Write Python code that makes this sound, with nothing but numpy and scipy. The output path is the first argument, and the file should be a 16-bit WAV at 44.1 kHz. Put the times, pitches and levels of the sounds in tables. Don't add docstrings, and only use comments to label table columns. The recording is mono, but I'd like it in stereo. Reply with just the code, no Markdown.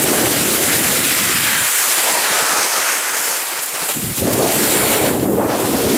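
import sys
import numpy as np
from scipy import signal
from scipy.fft import rfft, irfft, next_fast_len
from scipy.io import wavfile
from scipy.ndimage import uniform_filter1d

SR = 44100
rng = np.random.default_rng(int(sys.argv[2]) if len(sys.argv) > 2 else 0)


def wav_record(signal):
    frames = np.transpose(np.atleast_2d(signal))
    bounded = np.clip(frames, -1, 1)
    quanta = np.round(bounded * 32767).astype(np.int16)
    wavfile.write(sys.argv[1], SR, quanta)


N = 263277
TIME = np.arange(N) / SR

# [f/Hz, relative level/dB]
CRUNCH_SPECTRUM = [(40, -62), (100, -33), (160, -19.5), (230, -12.5), (330, -7), (500, -1.5), (900, -0.4),
                   (1150, -4.5), (1500, -1.5), (2500, -21.5)]
SCRAPE_SPECTRUM = [(500, -68), (900, -14), (1150, -4.5), (1400, -3), (1800, -2), (2600, -3), (3100, -6),
                   (4200, -34), (7000, -59)]
HISS_SPECTRUM = [(1500, -31.5), (2500, -7), (3200, 0.5), (4000, 0.5), (5000, -0.1), (6400, 0.1), (7100, -6),
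                 (9000, -34)]
FIZZ_SPECTRUM = [(4500, -33), (6300, -4), (7050, 1), (9000, 1), (11000, 1.5), (13000, 0), (15000, 0.5),
                 (16000, -22)]
THUD_SPECTRUM = [(30, -34), (60, -17), (110, -2), (250, 1), (400, 5), (900, -34)]
# [t/s, level/dB]
SKI_PRESSURE = [(0, -23), (.45, -21.5), (.75, -21.5), (1.1, -20.5), (1.35, -20), (1.8, -19.5),
                (1.95, -19.5), (2.25, -20), (2.6, -19), (2.7, -20.5), (2.86, -18), (3.11, -21.5),
                (3.25, -21), (3.37, -22), (3.45, -26.5), (3.9, -29), (3.99, -29.5), (4.27, -28.5),
                (4.5, -24.5), (4.75, -20), (4.94, -23.5), (4.99, -23), (5.1, -25), (5.118, -28.5),
                (5.3, -37.5), (5.46, -36.5), (5.55, -28), (5.97, -24.5)]
FIRM_DB = -21
# [level when firm/dB, dB per dB of pressure, dB per dB of bite, change facing valley/dB]
CRUNCH_RESPONSE = (-31.5, 0.92, 1.75, 7)
SCRAPE_RESPONSE = (-23.5, 1.09, 1.1, 0.5)
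HISS_RESPONSE = (-21.5, 1.16, 0.9, -0.57)
# [top treble when firm/dB, dB per dB, change facing valley/dB]
BRIGHTNESS_RESPONSE = (-1.65, -0.22, -3.5)
# [start t/s, length/s, push/dB]
EDGE_BITES = [(0.048, .04, 2), (0.67, 0.086, 1.5), (1.444, 0.12, 1.5), (2.052, 0.052, 3),
              (2.313, 0.08, 1.5), (3.493, 0.1, 1.5), (3.735, 0.13, 3.5), (3.88, 0.033, 6.5),
              (4.167, 0.024, 3.5), (4.31, 0.02, 0), (4.478, 0.038, 3), (4.909, 0.038, 5), (5.053, .04, 2),
              (5.484, 0.034, 4)]
# [t/s, f/Hz, lift/dB]
EDGE_RING = [(0, 1900, 0.5), (.6, 1730, -1), (.74, 1800, 2), (1.3, 1650, -0.5), (1.55, 1720, 4.5),
             (1.8, 1630, 1), (2.0, 1450, -2.5), (2.12, 1430, -5), (2.27, 1200, 2), (2.4, 1220, -2),
             (2.58, 1290, 4), (2.7, 1400, -2.5), (2.9, 1500, 2.5), (3.22, 1520, 0), (3.45, 1560, -3),
             (3.68, 1600, -1), (3.8, 1590, -1.5), (3.98, 1600, -3), (4.4, 1600, -1.5), (4.85, 1600, 1.5),
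             (5.97, 1640, -2)]
# [t/s, level/dB]
SPRAY_LEVEL = [(0, -20), (.55, -18), (.8, -17.5), (1.15, -18.5), (1.35, -19), (1.85, -16.5), (2.2, -19.5),
               (2.9, -21), (3.08, -23), (3.26, -19.5), (3.47, -24), (3.74, -25), (3.88, -21.5), (4.1, -25),
               (4.27, -25.5), (4.45, -22.5), (4.72, -16), (4.93, -20), (5.1, -22.5), (5.12, -25.5),
               (5.22, -29.5), (5.46, -33), (5.62, -25), (5.97, -23.5)]
# [t/s, left minus right in the top treble/dB]
SPRAY_PAN = [(0, 7), (1.3, 5), (1.65, 10.5), (1.87, -0.5), (2.35, 4), (3.55, -4), (3.88, 4.5), (4.1, -5.5),
             (4.2, 0), (4.45, 0.5), (4.7, 5.5), (5.35, 4), (5.6, 1.5), (5.97, 5)]
# [t/s, 0 at the skis to 1 at the valley]
CAMERA_FACING = [(0, 0.097), (1.65, 0.018), (1.9, 0.39), (2.2, 1), (2.45, 0.98), (2.6, 1), (2.85, 0.64),
                 (3.35, 0.65), (3.6, 0.79), (4.1, 0.22), (4.6, 0.043), (5.1, 0.017), (5.4, 0.085)]
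# [t/s, lead of the left port for short waves/ms, direct share 0-1]
SKI_ARRIVAL = [(0, 0.035, .4), (1.2, 0.046, 0.7), (1.6, 0.092, 0.6), (1.9, 0.18, 0.1), (2.05, -0.12, 0.16),
               (2.3, -0.1, 0), (2.6, -0.19, .52), (2.95, -0.14, 0.7), (3.35, -.16, 0.48),
               (3.55, -0.059, 0.14), (3.95, 0.055, .35), (4.35, 0.0096, 0.66), (4.8, 0.071, 0.8),
               (5.1, 0.07, 0.7), (5.3, 0.035, 0.5), (5.97, 0.024, 0.56)]
# [t/s, left level/dB, right level/dB]
STEADY_FLOW = [(0, -17.5, -19), (.3, -16.5, -19), (.95, -18, -27), (1.2, -24, -34.5), (1.58, -35.5, -49),
               (1.78, -49, -46), (2.25, -53, -44), (2.95, -92, -95), (3.7, -58, -56), (3.9, -47, -34),
               (4.16, -45, -38), (4.31, -21, -12), (4.55, -33, -13.5), (4.95, -29.5, -13), (5.1, -27, -12),
               (5.28, -13, -26), (5.53, -17.5, -29), (5.62, -18, -28.5), (5.97, -9, -24)]
# [start t/s, length/s, attack/s, left level/dB, right level/dB, eddy f/Hz]
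WIND_GUSTS = [(0.048, 0.22, .03, -16.5, -25, 645), (1.182, 0.23, 0.024, -24, -34, 130),
              (1.417, 0.22, .02, -27.5, -35.5, 128), (3.947, 0.034, .015, -32, -18, 221),
              (4.015, 0.094, 0.014, -18.5, -27, 184), (4.16, 0.11, 0.067, -14, -15, 234),
              (4.237, 0.048, 0.04, -24, -13.5, 467), (4.371, 0.069, 0.026, -17, -14, 560),
              (4.996, 0.16, 0.046, -16, -20, 466), (5.166, 0.24, 0.016, -13.5, -16.5, 333),
              (5.359, 0.083, 0.056, -15.5, -11, 764), (5.474, 0.075, 0.018, -15, -14.5, 860),
              (5.58, 0.18, 0.012, -13, -34, 680), (5.804, 0.083, 0.014, -14.5, -22, 293)]
# [multiple of that pitch, relative level/dB]
EDDY_SPECTRUM = [(.5, 0.5), (.85, 0), (1.3, -5), (2, -13), (3, -24.5), (4.5, -32.5), (9, -55), (30, -78)]
# [f/Hz, relative level/dB]
PORT_RESPONSE = [(20, -39), (45, -37), (70, -13.5), (105, -6), (145, 1.5), (172, -8), (200, 2.5), (255, -1),
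                 (315, 4), (400, 1), (700, 3), (1000, 3)]
# [middle t/s, length/s, level/dB, left minus right/dB]
SPRAY_SPURTS = [(0.032, 0.035, -18, 6), (3.634, 0.036, -23.5, 5), (3.663, 0.01, -22, 8),
                (3.694, 0.012, -30, 15), (3.9, 0.044, -25, 3), (4.188, 0.083, -23.5, 1),
                (4.336, 0.03, -26, 0), (4.547, 0.083, -22, 2), (4.92, 0.074, -21, 5)]
# [middle t/s, left level/dB, right level/dB, f/Hz]
EDDY_SLAPS = [(.115, -16, -27, 330), (.2, -19, -24, 220), (.385, -21, -28, 95), (.476, -14, -21, 230),
              (.639, -16, -25, 360), (.72, -26, -30, 110), (.847, -15, -26, 240), (.904, -14, -28, 260),
              (1.027, -17, -30, 240), (1.102, -18, -31, 150), (1.251, -20, -29, 160),
              (1.379, -15, -38, 150), (1.487, -24, -32, 190), (1.61, -27, -36, 100), (4.046, -19, -23, 200),
              (4.247, -11, -21, 220), (4.417, -15, -13, 380), (4.61, -36, -15, 350), (4.773, -31, -12, 240),
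              (5.106, -12, -15, 300), (5.2, -11, -19, 260), (5.277, -9, -18, 260), (5.353, -12, -12, 280),
              (5.926, -9, -22, 260)]
# [start t/s, length/s, f/Hz, level/dB]
SKID_RASPS = [(1.044, 0.33, 1950, -37), (1.454, 0.17, 1620, -26.5), (2.055, 0.12, 957, -23),
              (2.325, .08, 1260, -28), (2.476, 0.1, 1275, -23.5), (4.7, 0.365, 2250, -31.5)]
# [multiple of its pitch, relative level/dB]
SKI_MODES = [(.6, -6.5), (1, 2), (1.95, -4.5)]
# [middle t/s, level/dB]
BUMP_THUMPS = [(1.8, -41), (1.893, -35), (1.985, -33), (2.12, -33), (2.18, -32), (2.309, -28.5),
               (2.429, -31), (2.531, -31), (2.589, -30), (2.793, -40), (3.13, -45), (3.2, -42),
               (3.301, -40), (3.53, -41), (3.594, -42), (3.744, -38), (3.83, -33)]
# [t/s, peak level/dB, centre f/Hz, left minus right/dB]
SLUSH_LUMPS = [(3.589, -14, 3200, 4), (3.8994, -20, 9000, 4), (3.9164, -20, 2640, 1), (3.938, -15, 1890, 4),
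               (4.025, -23, 7000, -1.5), (4.179, -14, 9000, 2), (4.3313, -12, 8000, 13),
               (5.196, -23, 3000, 0)]


def amp(db):
    return 10 ** (np.asarray(db) / 20)


def unit(x):
    return x / np.sqrt(np.mean(x ** 2) + 1e-20)


def read(points, hz):
    f, value = np.transpose(points)
    return np.interp(np.log(hz + 1e-6), np.log(f), value)


def follow(rows, t=TIME):
    s, *columns = np.transpose(rows)
    return [np.interp(t, s, c) for c in columns]


def colour(x, points):
    size = next_fast_len(len(x), True)
    gain = amp(read(points, np.fft.rfftfreq(size, 1 / SR)))
    return unit(irfft(rfft(x, size) * gain, size)[:len(x)])


def wobble(rate_hz):
    size = next_fast_len(N, True)
    ratio = np.fft.rfftfreq(size, 1 / SR) / rate_hz
    return unit(irfft(rfft(rng.standard_normal(size)) * ratio / (1 + ratio ** 3), size)[:N])


def patches(shape, size):
    field = rng.standard_normal(shape)
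    for axis in (0, 1, 0, 1):
        field = uniform_filter1d(field, size[axis], axis)
    return unit(field)


def swell(t, start_s, length_s, attack_s, release_s):
    return np.clip(np.minimum((t - start_s) / attack_s, 1 - (t - start_s - length_s) / release_s), 0, 1)


def puff(points, length_s):
    window = signal.windows.hann(round(length_s * SR))
    noise = colour(rng.standard_normal(SR // 2), points)[:len(window)]
    return unit(noise * window) * np.sqrt(np.mean(window ** 2))


def add(mix, s, sound, pan_db=0):
    part = mix[:, max(round(s * SR), 0):][:, :len(sound)]
    part += amp([[pan_db / 2], [-pan_db / 2]]) * sound[..., :part.shape[1]]


def valley(t):
    return np.clip(follow(CAMERA_FACING, t)[0], 0, 1)


def grains(per_s, spread_db, share):
    size = amp(spread_db * np.minimum(rng.exponential(1, N), 4))
    snaps = size * rng.choice([-1., 1.], N) * (rng.random(N) < per_s / SR)
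    return np.sqrt(share) * unit(snaps) + np.sqrt(1 - share) * rng.standard_normal(N)


def slush(bumps, chatter):
    pressure_db, turned = follow(SKI_PRESSURE)[0] - FIRM_DB, valley(TIME)
    push_db = sum(db * swell(TIME, s, length_s, attack_s=0.011, release_s=0.015)
                  for s, length_s, db in EDGE_BITES)
    crunch_db, scrape_db, hiss_db = [
        db + per_pressure * pressure_db + per_bite * push_db + valley_db * turned
        for db, per_pressure, per_bite, valley_db in (CRUNCH_RESPONSE, SCRAPE_RESPONSE, HISS_RESPONSE)]
    crunch = colour(grains(per_s=500, spread_db=0.57, share=0.062), CRUNCH_SPECTRUM)
    scrape = colour(grains(per_s=1100, spread_db=1.7, share=0.33), SCRAPE_SPECTRUM)
    hiss = colour(grains(per_s=2500, spread_db=2.6, share=0.34), HISS_SPECTRUM)
    spray = colour(grains(per_s=5000, spread_db=2.5, share=0.079), FIZZ_SPECTRUM)
    return (crunch * amp(crunch_db + 0.71 * bumps + 0.5 * chatter)
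            + scrape * amp(scrape_db + 0.54 * bumps + 0.36 * chatter)
            + hiss * amp(hiss_db + bumps + 0.1 * chatter)
            + spray * amp(follow(SPRAY_LEVEL)[0] + 0.39 * bumps + 0.2 * chatter))


def two_ports(near, around, hz, t, bend_hz=1640, alike_hz=2350, one_point_hz=6900):
    lead_ms, direct = follow(SKI_ARRIVAL, t)
    direct = np.clip(direct, 0, 1)
    lag_s = lead_ms / 1000 * hz ** 2 / (hz ** 2 + bend_hz ** 2)
    alike = direct + (1 - direct) * np.exp(-(hz / alike_hz) ** 3)
    coherence = alike * np.exp(-2j * np.pi * hz * lag_s)
    coherence = np.where(hz > one_point_hz, 1, coherence)
    right = coherence * near + np.sqrt(np.maximum(1 - abs(coherence) ** 2, 0)) * around
    return np.array([near, right])


def skis(ring_octaves=0.37):
    bumps, chatter = wobble(12.5), wobble(78)
    hz, t, (near, around) = signal.stft([slush(bumps, chatter), slush(bumps, chatter)], SR, nperseg=512)
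    hz, turned = hz[:, None], valley(t)
    tone_db = patches(near.shape, size=(7, 9))
    pitch_hz, ring_db = follow(EDGE_RING, t)
    detuning = np.log2((hz + 1) / pitch_hz) / ring_octaves
    tone_db += ring_db * (np.exp(-detuning ** 2) - 0.055 * np.exp(-(detuning / 4) ** 2))
    firm_db, per_pressure, valley_db = BRIGHTNESS_RESPONSE
    bright_db = firm_db + per_pressure * (follow(SKI_PRESSURE, t)[0] - FIRM_DB) + valley_db * turned
    tilt = read([(6000, 0.023), (7500, -0.43), (9000, -0.35), (11000, 0.19), (13500, 0.76),
                 (16000, 1)], hz)
    tone_db += bright_db * tilt
    tone_db += turned * read([(2000, 0.5), (3200, -0.1), (4800, 2), (6800, -1), (7300, -0.5)], hz)
    shadow = read([(1500, 0.038), (4000, 0.32), (7500, 0.086), (9500, 0.81), (11200, 1)], hz)
    side_db = follow(SPRAY_PAN, t)[0] * shadow
    side_db += turned * read([(700, 2), (1700, -2), (3200, 1.5), (5000, -2.5), (9000, -5.5),
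                              (12000, 0)], hz)
    sides = amp([side_db / 2, -side_db / 2])
    sides /= np.sqrt(np.mean(sides ** 2, axis=0))
    spectra = two_ports(near, around, hz, t) * sides * amp(tone_db)
    return signal.istft(spectra, SR, nperseg=512)[1][:, :N]


def airflow(port, steady_hz):
    power = amp(follow(STEADY_FLOW)[port]) ** 2
    pitch_sum = power * steady_hz
    for s, length_s, attack_s, *port_db, eddy_hz in WIND_GUSTS:
        gust = (amp(port_db[port]) * swell(TIME, s, length_s, attack_s, release_s=0.049)) ** 2
        power += gust
        pitch_sum += gust * eddy_hz
    return 10 * np.log10(power), pitch_sum / power


def buffet(level_db, eddy_hz, lumpy_db):
    hz, t, noise = signal.stft(rng.standard_normal(N), SR, nperseg=1024, noverlap=768)
    hz = hz[:, None]
    shape_db = read(PORT_RESPONSE, hz) + read(EDDY_SPECTRUM, hz / np.interp(t, TIME, eddy_hz))
    patchy_db = read([(120, 4.6), (300, 5.3), (1000, 1.5)], hz)
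    shape_db += patchy_db * np.tanh(patches(noise.shape, size=(3, 6)))
    stutter = np.tanh(np.interp(t, TIME, wobble(16))) - 0.5
    shape_db += 1.5 * stutter * read([(90, 1), (260, 0.44)], hz)
    rumble = signal.istft(noise * amp(shape_db), SR, nperseg=1024, noverlap=768)[1][:N]
    rumble *= amp(lumpy_db * wobble(30))
    mean_power = uniform_filter1d(uniform_filter1d(rumble ** 2, size=1800), size=1000)
    return amp(level_db) * rumble / np.sqrt(mean_power + 1e-14)


def wind(steady_hz=(404, 498), lumpy_db=(0.86, 0.2), unsteady_db=1.27, unsteady_octaves=0.045):
    ports = []
    for port in (0, 1):
        level_db, eddy_hz = airflow(port, steady_hz[port])
        level_db += unsteady_db * wobble(16.5)
        eddy_hz *= 2 ** (unsteady_octaves * wobble(31))
        ports.append(buffet(level_db, eddy_hz, lumpy_db[port]))
    return np.array(ports)


def spurts():
    out = np.zeros((2, N))
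    for s, length_s, db, pan_db in SPRAY_SPURTS:
        fizz = colour(rng.standard_normal(SR // 2), FIZZ_SPECTRUM)[:round(length_s * SR)]
        add(out, s - length_s / 2, amp(db) * fizz * signal.windows.tukey(len(fizz), 0.5), pan_db)
    return out


def slaps(length_s=0.04, spread_octaves=0.8):
    out, hz = np.zeros((2, N)), np.geomspace(20, 8000, 40)
    for s, left_db, right_db, pitch_hz in EDDY_SLAPS:
        shape_db = -10 * np.log10(1 + (np.log2(hz / pitch_hz) / spread_octaves) ** 8)
        spectrum = np.transpose([hz, shape_db])
        swings = np.array([amp(db) * puff(spectrum, length_s) for db in (left_db, right_db)])
        add(out, s - length_s / 2, swings)
    return out


def rasps(width_hz=140):
    out, hz = np.zeros((2, N)), np.fft.rfftfreq(SR, 1 / SR)
    for s, length_s, pitch_hz, db in SKID_RASPS:
        modes = sum(amp(mode_db) / (1 + (2 * (hz - ratio * pitch_hz) / width_hz) ** 2)
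                    for ratio, mode_db in SKI_MODES)
        tone = unit(irfft(rfft(rng.standard_normal(SR)) * modes))
        envelope = swell(TIME[:SR], 0, length_s, attack_s=0.015, release_s=0.048)
        add(out, s, amp(db) * tone * envelope)
    return out


def thumps(length_s=0.06):
    out = np.zeros((2, N))
    for s, db in BUMP_THUMPS:
        add(out, s - length_s / 2, amp(db) * puff(THUD_SPECTRUM, length_s))
    return out


def lumps(decay_s=0.013, spread_octaves=1.4):
    out, t = np.zeros((2, N)), np.arange(1024) / SR
    hz = np.fft.rfftfreq(len(t), 1 / SR) + 1
    for s, db, pitch_hz, pan_db in SLUSH_LUMPS:
        band = 1 / (1 + (np.log2(hz / pitch_hz) / spread_octaves) ** 4)
        splat = irfft(rfft(rng.standard_normal(len(t))) * band) * np.exp(-t / decay_s)
        add(out, s, amp(db) * splat / abs(splat).max(), pan_db)
    return out


def scene():
    return skis() + rasps() + thumps() + lumps() + spurts() + wind() + slaps()


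def record(dry):
    ceiling, cutoff_hz = 0.92, 16050
    rounded = dry / (1 + (dry / ceiling) ** 6) ** (1 / 6)
    lowpass = signal.firwin(401, cutoff_hz, window=("kaiser", 9), fs=SR)
    return signal.oaconvolve(rounded, lowpass[None], "same")


dry = scene()
out = record(dry)
wav_record(out)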